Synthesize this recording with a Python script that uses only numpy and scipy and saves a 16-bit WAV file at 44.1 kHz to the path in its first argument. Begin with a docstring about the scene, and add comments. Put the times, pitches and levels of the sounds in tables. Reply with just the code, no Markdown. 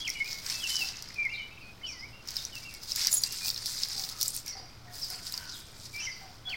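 """A small dog noses and steps through dry leaves on concrete by a doorway, over the hum of a quiet street.
From the start dense tiny cracks rustle, single leaves snap as short rings, and songbirds whistle gliding
sines; soon hoarse far calls with an octave and bent sparrow chirps join in. The leaves lie almost still
from about 1.6 to 2.2 s; near 3 s decaying sines clink as the collar tags touch. The stirring then thins
out among more chirps, and the songbirds return at about 6 s."""
import sys
import numpy as np
from scipy import signal
from scipy.fft import rfft, irfft, next_fast_len
from scipy.io import wavfile
from scipy.ndimage import uniform_filter1d, map_coordinates

SR = 44100
rng = np.random.default_rng(int(sys.argv[2]) if len(sys.argv) > 2 else 0)


def materialize(psi):
    """Save the field psi as 16-bit PCM at rate SR to the path in sys.argv[1].

    A 1-D psi becomes a single channel; in a 2-D psi each row is a channel.
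    """
    bounded = np.clip(np.atleast_2d(psi).T, -1, 1)
    quanta = np.round(bounded * 32767).astype(np.int16)
    wavfile.write(sys.argv[1], SR, quanta)


def attenuation_scalar(level_db):
    """Turn a level in dB into a linear amplitude multiplier (20 dB per decade)."""
    decades = np.asarray(level_db, float) / 20
    return 10 ** decades


N = 289296


def unit(x):
    """Scaled to rms 1."""
    return x / np.sqrt(np.mean(x ** 2) + 1e-20)


def along(points, hz):
    """Interpolates (Hz, value) points on a log frequency axis."""
    point_hz, value = np.transpose(points)
    return np.interp(np.log(hz + 1), np.log(point_hz + 1), value)


def wobble(knots_per_s):
    """A smooth random curve through normal random knots."""
    knots = rng.standard_normal(int(N * knots_per_s / SR) + 4)
    return map_coordinates(knots, [np.arange(N) * knots_per_s / SR])


def coloured(x, spectrum):
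    """Filters x by a spectrum of (Hz, dB) points, then scales to rms 1."""
    m = next_fast_len(N + 8192)
    gain = attenuation_scalar(along(spectrum, np.fft.rfftfreq(m, 1 / SR)))
    return unit(irfft(rfft(x, m) * gain, m)[:N])


# Reverberation of the yard. Each row: frequency in Hz, t60 in seconds before the caller's share.
YARD_T60 = [(700, 0.66), (2500, 1), (6000, 0.48), (12000, 0.27)]


def echoes(x, t60_share, delay_s):
    """Walls and ground answer with a noise tail; each frequency dies at its own speed."""
    hz, t, z = signal.stft(rng.standard_normal(SR), SR, nperseg=256)
    t60_s = t60_share * along(YARD_T60, hz)[:, None]
    tail = signal.istft(z * attenuation_scalar(-60 * t / t60_s), SR, nperseg=256)[1]
    delayed = np.pad(x, (int(delay_s * SR), 0))
    return signal.fftconvolve(delayed, tail / np.linalg.norm(tail))[:N]


# Paws and nose push the leaves. Each row: time of full level in seconds, length in seconds,
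# rustle level in dB, crispness in dB relative to rustle, drag in dB relative to rustle.
MOVES = [(0, 0.0083, -42, -11, -13), (.075, 0.048, -45.5, -9, -7), (0.13, 0.076, -47.5, -8, -13),
         (0.275, 0.24, -38, -15.5, -12.5), (.465, 0.037, -38.5, -4, -5), (0.506, 0.04, -33.5, -8.5, -13),
         (0.585, 0.06, -39, -6, -11.5), (0.689, 0.059, -35, -5, -12.5), (0.795, 0.063, -33, -11.5, -13),
         (0.888, 0.015, -38.5, -10.5, -10.5), (0.946, 0.57, -45.5, -14, -8.5),
         (2.285, 0.094, -43, -12, -10), (2.365, .07, -41, -10, -13), (2.47, 0.035, -51.5, -7, -9),
         (2.555, 0.05, -44.5, -8.5, -12), (2.63, 0.025, -52.5, -5, -12), (2.7, 0.068, -50.5, -6, -13),
         (2.835, 0.055, -43.5, -8, -14), (2.905, 0.016, -36, -9.5, -31), (2.987, 0.097, -32, -6.5, -11.5),
         (3.125, 0.032, -32.5, -0.5, -30), (3.237, 0.017, -37, -1.5, -12), (3.327, 0.11, -38.5, -5.5, -14),
         (3.455, 0.05, -32, -4, -16), (3.575, .01, -38.5, -11, -16), (3.602, 0.032, -44, -6.5, -12.5),
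         (3.678, 0.16, -35, -5, -17.5), (3.825, 0.0089, -31, -12.5, -17), (3.903, 0.068, -38, -8, -14.5),
         (3.985, 0.14, -35.5, -7, -18), (4.106, 0.084, -48.5, -7, -8), (4.215, 0.079, -34, -4, -24),
         (4.349, .03, -42, 0.5, -17), (4.475, 0.012, -44.5, -7, -9), (4.955, 0.19, -41, -5, -24),
         (5.117, 0.077, -51, 1.5, -2.5), (5.258, 0.032, -42, -3.5, -14), (5.325, 0.12, -45, -3.5, -8),
         (5.498, 0.027, -44, -12.5, -25), (5.555, 0.044, -51.5, 3, -18), (5.59, .02, -53, -5, -14),
         (5.66, 0.11, -56.5, -3, -12), (5.781, 0.0091, -53, -2, -19), (5.847, 0.0066, -44.5, -6, -22),
         (5.945, 0.035, -45.5, -5, -21), (6, 0.1, -50, -9.5, -1), (6.175, 0.22, -50.5, -9.5, -6.5),
         (6.495, 0.034, -47, -10, -6)]
# The pile at rest in the breeze: rustle, crispness and drag levels, all in dB.
RESTING_DB = [-64, -72, -65]


def stirring():
    """Gains of rustle, crispness and drag: every move rises fast, sags while it lasts and settles."""
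    rise_db_per_s, sag_db_per_s, settle_db_per_s = 339, 36.5, 238
    power = attenuation_scalar(np.array(RESTING_DB)[:, None]) ** 2 + np.zeros((3, N))
    t = np.arange(-SR // 4, SR) / SR
    for s, length_s, db, crisp_db, drag_db in MOVES:
        loss_db = rise_db_per_s * np.maximum(-t, 0) + sag_db_per_s * np.maximum(t, 0)
        loss_db += settle_db_per_s * np.maximum(t - length_s, 0)  # on top of the sag
        at = np.round((s + t) * SR).astype(int)
        inside = (at >= 0) & (at < N)
        peaks = attenuation_scalar(np.array([db, db + crisp_db, db + drag_db]))
        power[:, at[inside]] += np.outer(peaks, attenuation_scalar(-loss_db[inside])) ** 2
    return np.sqrt(power)


def crackle(rate_hz, spread_db, decay_s, bed):
    """Loudness of sudden random bursts of unequal size, each decaying exponentially, over a steady bed."""
    size = attenuation_scalar(spread_db * np.minimum(rng.exponential(size=N), 2.6))
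    starts = (rng.random(N) < rate_hz / SR) * size
    bursts = signal.lfilter([1], [1, -np.exp(-1 / (decay_s * SR))], starts)
    return unit(bursts) + bed


def patchy(depth_db):
    """Noise whose colour varies at random in small patches of time and frequency."""
    z = signal.stft(rng.standard_normal(N), nperseg=128)[2]
    field = uniform_filter1d(rng.standard_normal(z.shape), size=3, axis=0)
    field = uniform_filter1d(field, size=3, axis=1)
    return signal.istft(z * attenuation_scalar(depth_db * unit(field)), nperseg=128)[1][:N]


# Hollow body of the leaves. Each row: frequency in Hz, relative gain in dB.
LEAF_BODY = [(1500, -55), (2500, -39), (3000, -22), (3550, -7), (4300, -2), (5000, 3.5), (6000, -4),
             (7200, -13), (8200, -46), (9000, -120)]
# Crisp leaf edges. Each row: frequency in Hz, relative gain in dB.
LEAF_EDGES = [(4500, -58), (6000, 0), (7500, 5.5), (9100, 1.5), (10700, -4), (12700, -3), (16000, -8.5)]
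# Leaves dragged over concrete. Each row: frequency in Hz, relative gain in dB.
SCRAPE = [(560, -25.5), (950, -4.5), (1180, -8), (1310, -5), (2040, 1.5), (3300, -4), (4290, -36),
          (7260, -120)]


def rustle():
    """Stiff leaves rub and buckle: dense tiny cracks sound their hollow body, crisp edges and scrape."""
    body_gain, crisp_gain, drag_gain = stirring()
    cracks = crackle(650, spread_db=3.5, decay_s=.0014, bed=.75)
    surge = attenuation_scalar(0.5 * wobble(26.02))
    body = body_gain * surge * coloured(cracks * patchy(depth_db=1.5), LEAF_BODY)
    # a larger added bed makes the sound steadier
    crisp = crisp_gain * surge * coloured((cracks + 1.5) * patchy(depth_db=4), LEAF_EDGES)
    drag = drag_gain * coloured((cracks + 11.0) * patchy(depth_db=4.0), SCRAPE)
    return body + crisp + drag


# Leaves cracking; the short click at 5.497 s is the sharp start of a sparrow chirp. 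Each row: start in seconds,
# ring peak in dB, approximate ring pitch in Hz, edge peak in dB relative to the ring.
SNAPS = [(.0772, -23.5, 5560, -14), (.0928, -25.5, 5600, -5), (.1007, -18, 5440, -8.5),
         (.137, -32, 4940, -12), (.196, -36, 4290, -10), (.3286, -22, 5200, -13), (.463, -24.5, 5400, -9),
         (.6396, -25, 5600, -18), (.6729, -25, 5660, -10), (.7552, -17, 5540, -20), (.765, -20, 5330, -22),
         (.8869, -22, 5100, -21), (.9686, -28, 5340, -24), (1.023, -27, 5270, -6.5),
         (1.0869, -33.5, 5150, -12), (1.1428, -35, 4860, -4), (2.2742, -32.5, 5600, -5),
         (2.2862, -25, 5070, -10), (2.306, -28, 5570, -4), (2.3668, -16, 4980, -13),
         (2.45, -21.5, 5630, -9.5), (2.5536, -27, 4960, -6), (2.636, -34, 5060, -12),
         (2.7393, -35, 4920, 3), (2.748, -32, 5000, -6), (2.833, -30, 5160, -3), (2.9188, -18, 5070, -13),
         (2.96, -20, 4960, -1), (2.9996, -30, 4760, -10), (3.047, -17.5, 5450, -18),
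         (3.0699, -9.5, 5170, -5), (3.082, -25, 5220, -26), (3.1277, -13, 6900, -19),
         (3.236, -11.5, 4680, -6.5), (3.3233, -28, 5340, 4), (3.458, -22.5, 5070, -7),
         (3.4753, -27, 4590, 1), (3.482, -21, 4340, -5), (3.5013, -14.5, 4700, -22),
         (3.5438, -25, 5240, -7), (3.5613, -24, 4310, -12), (3.5768, -22.5, 4750, -17),
         (3.6583, -18.5, 4470, -2), (3.6654, -21, 4900, -14), (3.8332, -12.5, 4700, -28),
         (3.8853, -32, 4800, 4), (3.9952, -18.5, 4930, -15), (4.0896, -25, 4400, -3),
         (4.2119, -20, 4200, 6), (4.2198, -17.5, 5430, -13), (4.2288, -16.5, 5240, 1.5),
         (4.2587, -24, 4800, -1), (4.2795, -16.5, 7430, -3), (4.3042, -26.5, 8800, -10),
         (4.3485, -31.5, 5260, 8), (4.3638, -25, 8800, 4), (4.385, -34, 5500, -5), (4.462, -30.5, 5500, 2),
         (4.479, -27, 5370, 0), (5.1015, -28, 5240, 4), (5.1881, -36, 5400, -10), (1.2518, -37, 4850, -4),
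         (0.2444, -31.5, 4930, -4), (5.2672, -25, 4600, -5), (5.3229, -27, 4400, 0),
         (5.3393, -22.5, 4900, -14), (5.3762, -21.5, 4720, -5.5), (5.497, -27, 4900, -20),
         (5.9454, -36, 4630, -14)]


def snaps():
    """A leaf breaks: a few cycles of its noise-driven resonance and a sharp bright edge."""
    out, t = np.zeros(N + SR), np.arange(SR // 50) / SR
    bright = signal.butter(3, 7000, "high", fs=SR)
    shape = (1 - np.exp(-t / .0005)) * np.exp(-t / .0016)
    for s, db, hz, edge_db in SNAPS:
        noise = rng.standard_normal((2, len(t)))
        poles = [1, -2 * 0.91 * np.cos(2 * np.pi * hz / SR), 0.914 ** 2]
        ring = shape * noise[0]
        for _ in range(2):  # steep skirts: nothing low in a leaf
            ring = signal.lfilter([1, 0, -1], poles, ring)
        edge = signal.lfilter(*bright, shape * noise[1])
        snap = ring / abs(ring).max() + attenuation_scalar(edge_db) * edge / abs(edge).max()
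        out[round(s * SR):][:len(t)] += attenuation_scalar(db) * snap
    return out[:N]


# Ringing modes of the two tags. Each row: frequency in Hz, relative level in dB, t60 in seconds.
TAG_MODES = [(6850, -2, .07), (7480, -4, .05), (9900, 0, .045), (12720, -6, .05), (15100, -5, .03)]
# Touches of the tags. Each row: start in seconds, level in dB, extra level of the larger tag in dB.
CLINKS = [(2.958, -16, -6), (3.113, -20, 1), (3.128, -17, -9), (3.137, -15, -6), (3.149, -16.5, -4),
          (3.165, -19.5, 3), (3.178, -23, -1), (3.218, -28, 3)]


def tags():
    """Two small metal tags chatter; every touch bounces and rings each mode at new strength."""
    out, t = np.zeros(N + SR), np.arange(SR // 4) / SR
    for s, db, larger_db in CLINKS:
        for bounce in range(3):
            ring = np.zeros(len(t))
            for hz, mode_db, t60_s in TAG_MODES:
                strength, detune = rng.normal(size=2)
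                level_db = mode_db + larger_db * (hz < 8500) + 6.7 * strength  # larger tag: below 8500 Hz
                sine = np.sin(2 * np.pi * hz * (1 + 0.0056 * detune) * t)
                ring += attenuation_scalar(level_db - 60 * t / t60_s) * sine
            start = round((s + bounce * 0.002 * (.5 + rng.random())) * SR)
            out[start:][:len(t)] += attenuation_scalar(db - 2.9 * bounce) * ring / len(TAG_MODES)
    return out[:N]


def arched(s, length_s, first_hz, middle_hz, last_hz, db, loudest, start_db, end_db):
    """Rows (s, Hz, dB) of a note bent through three pitches; it peaks at the share loudest of its length."""
    u = np.linspace(0, 1, num=15)
    hz = first_hz * (1 - u) * (1 - 2 * u) + middle_hz * (2 * u) * (2 - 2 * u) + last_hz * u * (2 * u - 1)
    under_db = np.where(u < loudest, start_db, end_db) * np.interp(u, [0, loudest, 1], [1, 0, 1]) ** 2
    return np.transpose([s + length_s * u, hz, db - under_db])


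def whistle(out, rows, rough, hoarse=0):
    """Adds one note: a sine on its pitch curve, soft ends, pitch flutter and a fast random rasp of its level."""
    s, hz, db = np.transpose(rows)
    t = np.arange(s[0] * SR, min(s[-1] * SR, N - 1)) / SR
    ends = np.clip(np.minimum(t - s[0], s[-1] - t) / .004, 0, 1)
    flutter, rasp = uniform_filter1d(rng.standard_normal((2, len(t))), size=60)
    pitch_hz = np.interp(t, s, hz) * (1 + rough * flutter)
    tone = np.sin(2 * np.pi * np.cumsum(pitch_hz) / SR)
    tone *= (1 + hoarse * unit(rasp)) / np.hypot(1, hoarse)
    note = np.sqrt(2) * ends * attenuation_scalar(np.interp(t, s, db)) * tone
    return out + np.pad(note, (int(s[0] * SR), N))[:N]


# Songbird notes. Each row: start in seconds, length in seconds, first, middle and last pitch in Hz,
# level at the loudest point in dB.
SONG = [(0.044, .02, 2700, 3140, 3200, -38), (.29, 0.13, 2220, 2174, 2210, -55),
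        (1.572, .015, 2800, 2560, 2350, -48), (0.151, 0.048, 2425, 2270, 2260, -40),
        (0.145, 0.075, 2910, 2930, 3030, -46), (.2, 0.035, 2177, 2191, 2240, -30.5),
        (0.244, 0.032, 2240, 2390, 2570, -41.5), (.53, 0.13, 2645, 2623, 2560, -49.5),
        (0.601, 0.027, 3330, 3330, 3140, -40), (.656, 0.02, 2630, 2740, 2650, -36.5),
        (0.689, 0.057, 3100, 3010, 3010, -40.5), (0.734, 0.066, 3000, 3004, 2960, -37.5),
        (.835, 0.025, 2620, 2700, 2720, -44), (1.156, 0.027, 2560, 2440, 2350, -45.5),
        (1.181, .035, 2390, 2375, 2354, -31), (1.213, 0.036, 2350, 2333, 2310, -32),
        (1.248, 0.03, 2250, 2137, 2024, -31), (1.288, 0.069, 2500, 2820, 2640, -45.5),
        (1.32, 0.073, 2317, 2357, 2320, -36.5), (1.376, 0.093, 3170, 2957, 3030, -48),
        (1.388, 0.028, 2260, 2257, 2180, -39), (1.505, 0.035, 2400, 2640, 2550, -52.5),
        (1.606, 0.042, 2860, 2520, 2500, -52), (1.646, 0.078, 2485, 2502, 2456, -54),
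        (1.832, 0.045, 3030, 3000, 2880, -39.5), (1.86, 0.024, 3060, 3300, 2900, -48),
        (1.876, 0.047, 2760, 2400, 2290, -46), (1.927, 0.074, 2190, 2000, 1974, -54),
        (2.127, .09, 2710, 2794, 2710, -52.5), (2.522, 0.048, 3100, 2880, 2800, -48.5),
        (2.559, 0.03, 2780, 2665, 2970, -46), (2.616, 0.057, 2320, 2320, 2220, -54.5),
        (2.648, 0.056, 2710, 2743, 2480, -45), (2.706, 0.085, 2330, 2230, 2180, -55.5),
        (3.26, 0.095, 2695, 2790, 2820, -51.5), (3.41, 0.07, 2440, 2440, 2480, -47.5),
        (3.455, 0.037, 2460, 2650, 2820, -50), (1.813, .02, 1980, 2150, 2350, -53.5),
        (5.998, 0.02, 3030, 2630, 2760, -40.5), (6.02, 0.045, 2770, 3110, 2670, -43),
        (6.066, 0.046, 2267, 2010, 2190, -36), (6.5, 0.018, 2760, 3140, 3280, -38)]
# Songbird notes that swell late. Each row: the same columns and units as SONG.
LATE_SWELLING = [(0, 0.039, 3320, 3327, 3380, -36), (0.059, .034, 3145, 2370, 2010, -33.5),
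                 (0.624, 0.032, 3150, 2970, 2660, -33), (0.796, 0.039, 2960, 2725, 2585, -32.5),
                 (1.999, 0.063, 1980, 2130, 2340, -44.5), (5.933, 0.058, 2340, 2325, 2420, -37.5),
                 (6.452, 0.045, 3330, 3385, 3380, -35.5), (6.514, 0.036, 3200, 2460, 1920, -35)]


def songbirds():
    """Clear gliding whistles, smeared by near branches and ringing on faintly between the houses."""
    notes = [arched(*row, loudest=0.38, start_db=3.2, end_db=5.5) for row in SONG]
    notes += [arched(*row, loudest=0.76, start_db=12.3, end_db=5) for row in LATE_SWELLING]
    out = np.zeros(N)
    for note in notes:
        out = whistle(out, note, rough=0.081, hoarse=0.031)
    smear = attenuation_scalar(-10.5) * echoes(out, t60_share=0.098, delay_s=0.00298)
    far = attenuation_scalar(-12) * echoes(out, t60_share=0.7, delay_s=.012)
    return out + smear + far


# Sparrow chirps. 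Each row: start in seconds, length in seconds, first, middle and last pitch in Hz,
# level at the loudest point in dB.
CHIRPS = [(1.325, 0.048, 5670, 3790, 4900, -44.5), (1.61, 0.045, 4780, 4480, 4360, -59),
          (1.843, 0.033, 4450, 4690, 5200, -50), (1.864, 0.056, 5440, 5590, 6150, -42.5),
          (1.914, 0.029, 5960, 5020, 4520, -44), (1.985, 0.034, 5390, 4940, 5750, -47),
          (2.367, 0.031, 4380, 3800, 3670, -44), (4.464, 0.05, 4700, 5645, 5840, -40.5),
          (4.502, 0.039, 5970, 5000, 4450, -42.5), (4.566, 0.039, 5220, 4730, 5130, -44.5),
          (5.014, 0.05, 5620, 4970, 4620, -36.5), (5.111, 0.043, 5170, 4690, 4270, -41),
          (5.494, 0.024, 4620, 5050, 4100, -44), (5.52, .05, 4200, 3670, 3140, -47),
          (5.568, 0.026, 3260, 3570, 3950, -60), (5.981, 0.051, 4660, 5570, 6000, -41.5),
          (6.027, 0.048, 5970, 5770, 4580, -39.5), (6.109, 0.039, 5140, 4690, 4730, -44.5),
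          (6.49, 0.016, 4360, 4480, 4700, -40)]


def sparrows():
    """Hoarse bent chirps, smeared by near hedges and far walls."""
    out = np.zeros(N)
    for row in CHIRPS:
        out = whistle(out, arched(*row, loudest=0.61, start_db=3.2, end_db=7.5), rough=.17, hoarse=.55)
    hedges = attenuation_scalar(-5.5) * echoes(out, t60_share=0.45, delay_s=0.0016)
    walls = attenuation_scalar(-6.0) * echoes(out, t60_share=1.38, delay_s=0.0057)
    return out + hedges + walls


# Far calls. Each row: start in seconds, length in seconds, starting pitch in Hz, starting level in dB,
# octave in dB relative to that level.
FAR_CALLS = [(0.802, 0.12, 791, -56.5, -18), (3.952, 0.13, 792, -53.5, -15), (4.103, 0.14, 1302, -56, -18),
             (4.462, 0.15, 2158, -56, -25), (4.55, 0.11, 781, -52, -22), (4.85, 0.17, 726, -58.5, -10),
             (4.872, 0.082, 1863, -56.5, -25), (5.1, 0.11, 741, -54.5, -1),
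             (5.378, 0.17, 1521, -51.5, -8.5), (5.332, 0.13, 993, -56, -20), (6.211, 0.12, 779, -54, -14),
             (6.47, .09, 754, -54, 0)]


def far_calls():
    """Short hoarse calls with an octave, falling in pitch and level, dull and wet with distance."""
    out = np.zeros(N)
    for s, length_s, call_hz, db, octave_db in FAR_CALLS:
        for hz, level_db in ((call_hz, db), (2 * call_hz, db + octave_db)):
            held = [(s, hz, level_db), (s + length_s / 3, hz, level_db)]
            fall = [(s + length_s, 0.85 * hz, level_db - 16)]
            out = whistle(out, held + fall, rough=.28, hoarse=.6)
    return out + attenuation_scalar(-4.0) * echoes(out, t60_share=0.96, delay_s=.015)


# Far traffic and air. Each row: frequency in Hz, relative gain in dB.
STREET_AIR = [(12, -2), (20, 0.5), (123, -4), (472, -15), (802, -15), (1220, -16.5), (1440, -14.5),
              (2200, -39), (2390, -17), (2750, -50), (2990, -22), (5080, -21.5), (5530, -28), (7950, -36),
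              (16000, -34)]
# A far machine's drone. Each row: frequency in Hz, relative gain in dB.
DRONE_COLOUR = [(60, -120), (85, -9), (105, -13), (118, 0), (130, -18), (160, -63), (220, -120)]
# Course of the drone. Each row: time in seconds, level in dB.
DRONE_LEVEL = [(0.0, -66), (0.64, -63.5), (0.84, -68), (1.31, -58.5), (3.05, -66), (3.45, -57.5),
               (3.98, -64), (4.82, -54), (5.01, -63.5), (5.3, -66.5), (5.72, -56), (6.45, -59), (6.56, -57)]


def street():
    """Far traffic and air breathe slowly as coloured noise; a low narrow-band drone comes and goes."""
    air_db = -53.5 + 0.17 * wobble(0.59)
    air = attenuation_scalar(air_db) * coloured(rng.standard_normal(N), STREET_AIR)
    drone_db = np.interp(np.arange(N) / SR, *np.transpose(DRONE_LEVEL))
    return air + attenuation_scalar(drone_db) * coloured(rng.standard_normal(N), DRONE_COLOUR)


def scene():
    """The dog is near, in the corner of wall and step; the rest is far."""
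    dog = rustle() + snaps() + tags()
    near = dog + attenuation_scalar(-10.5) * echoes(dog, t60_share=0.2, delay_s=.003)
    return (near + songbirds() + sparrows() + far_calls() + street())[None]


def low_pass(x):
    """Removes everything above the highest recorded frequency."""
    return signal.sosfilt(signal.butter(12, 16830, fs=SR, output="sos"), x)


def record(dry):
    """The camera's band limit and a small offset from its converter."""
    top_hz, offset = 16100, -.0014
    m = next_fast_len(N)
    passband = np.fft.rfftfreq(m, 1 / SR) < top_hz
    limited = irfft(rfft(dry, m) * passband, m)[:, :N]
    return low_pass(limited + offset)


dry = scene()
out = record(dry)
materialize(out)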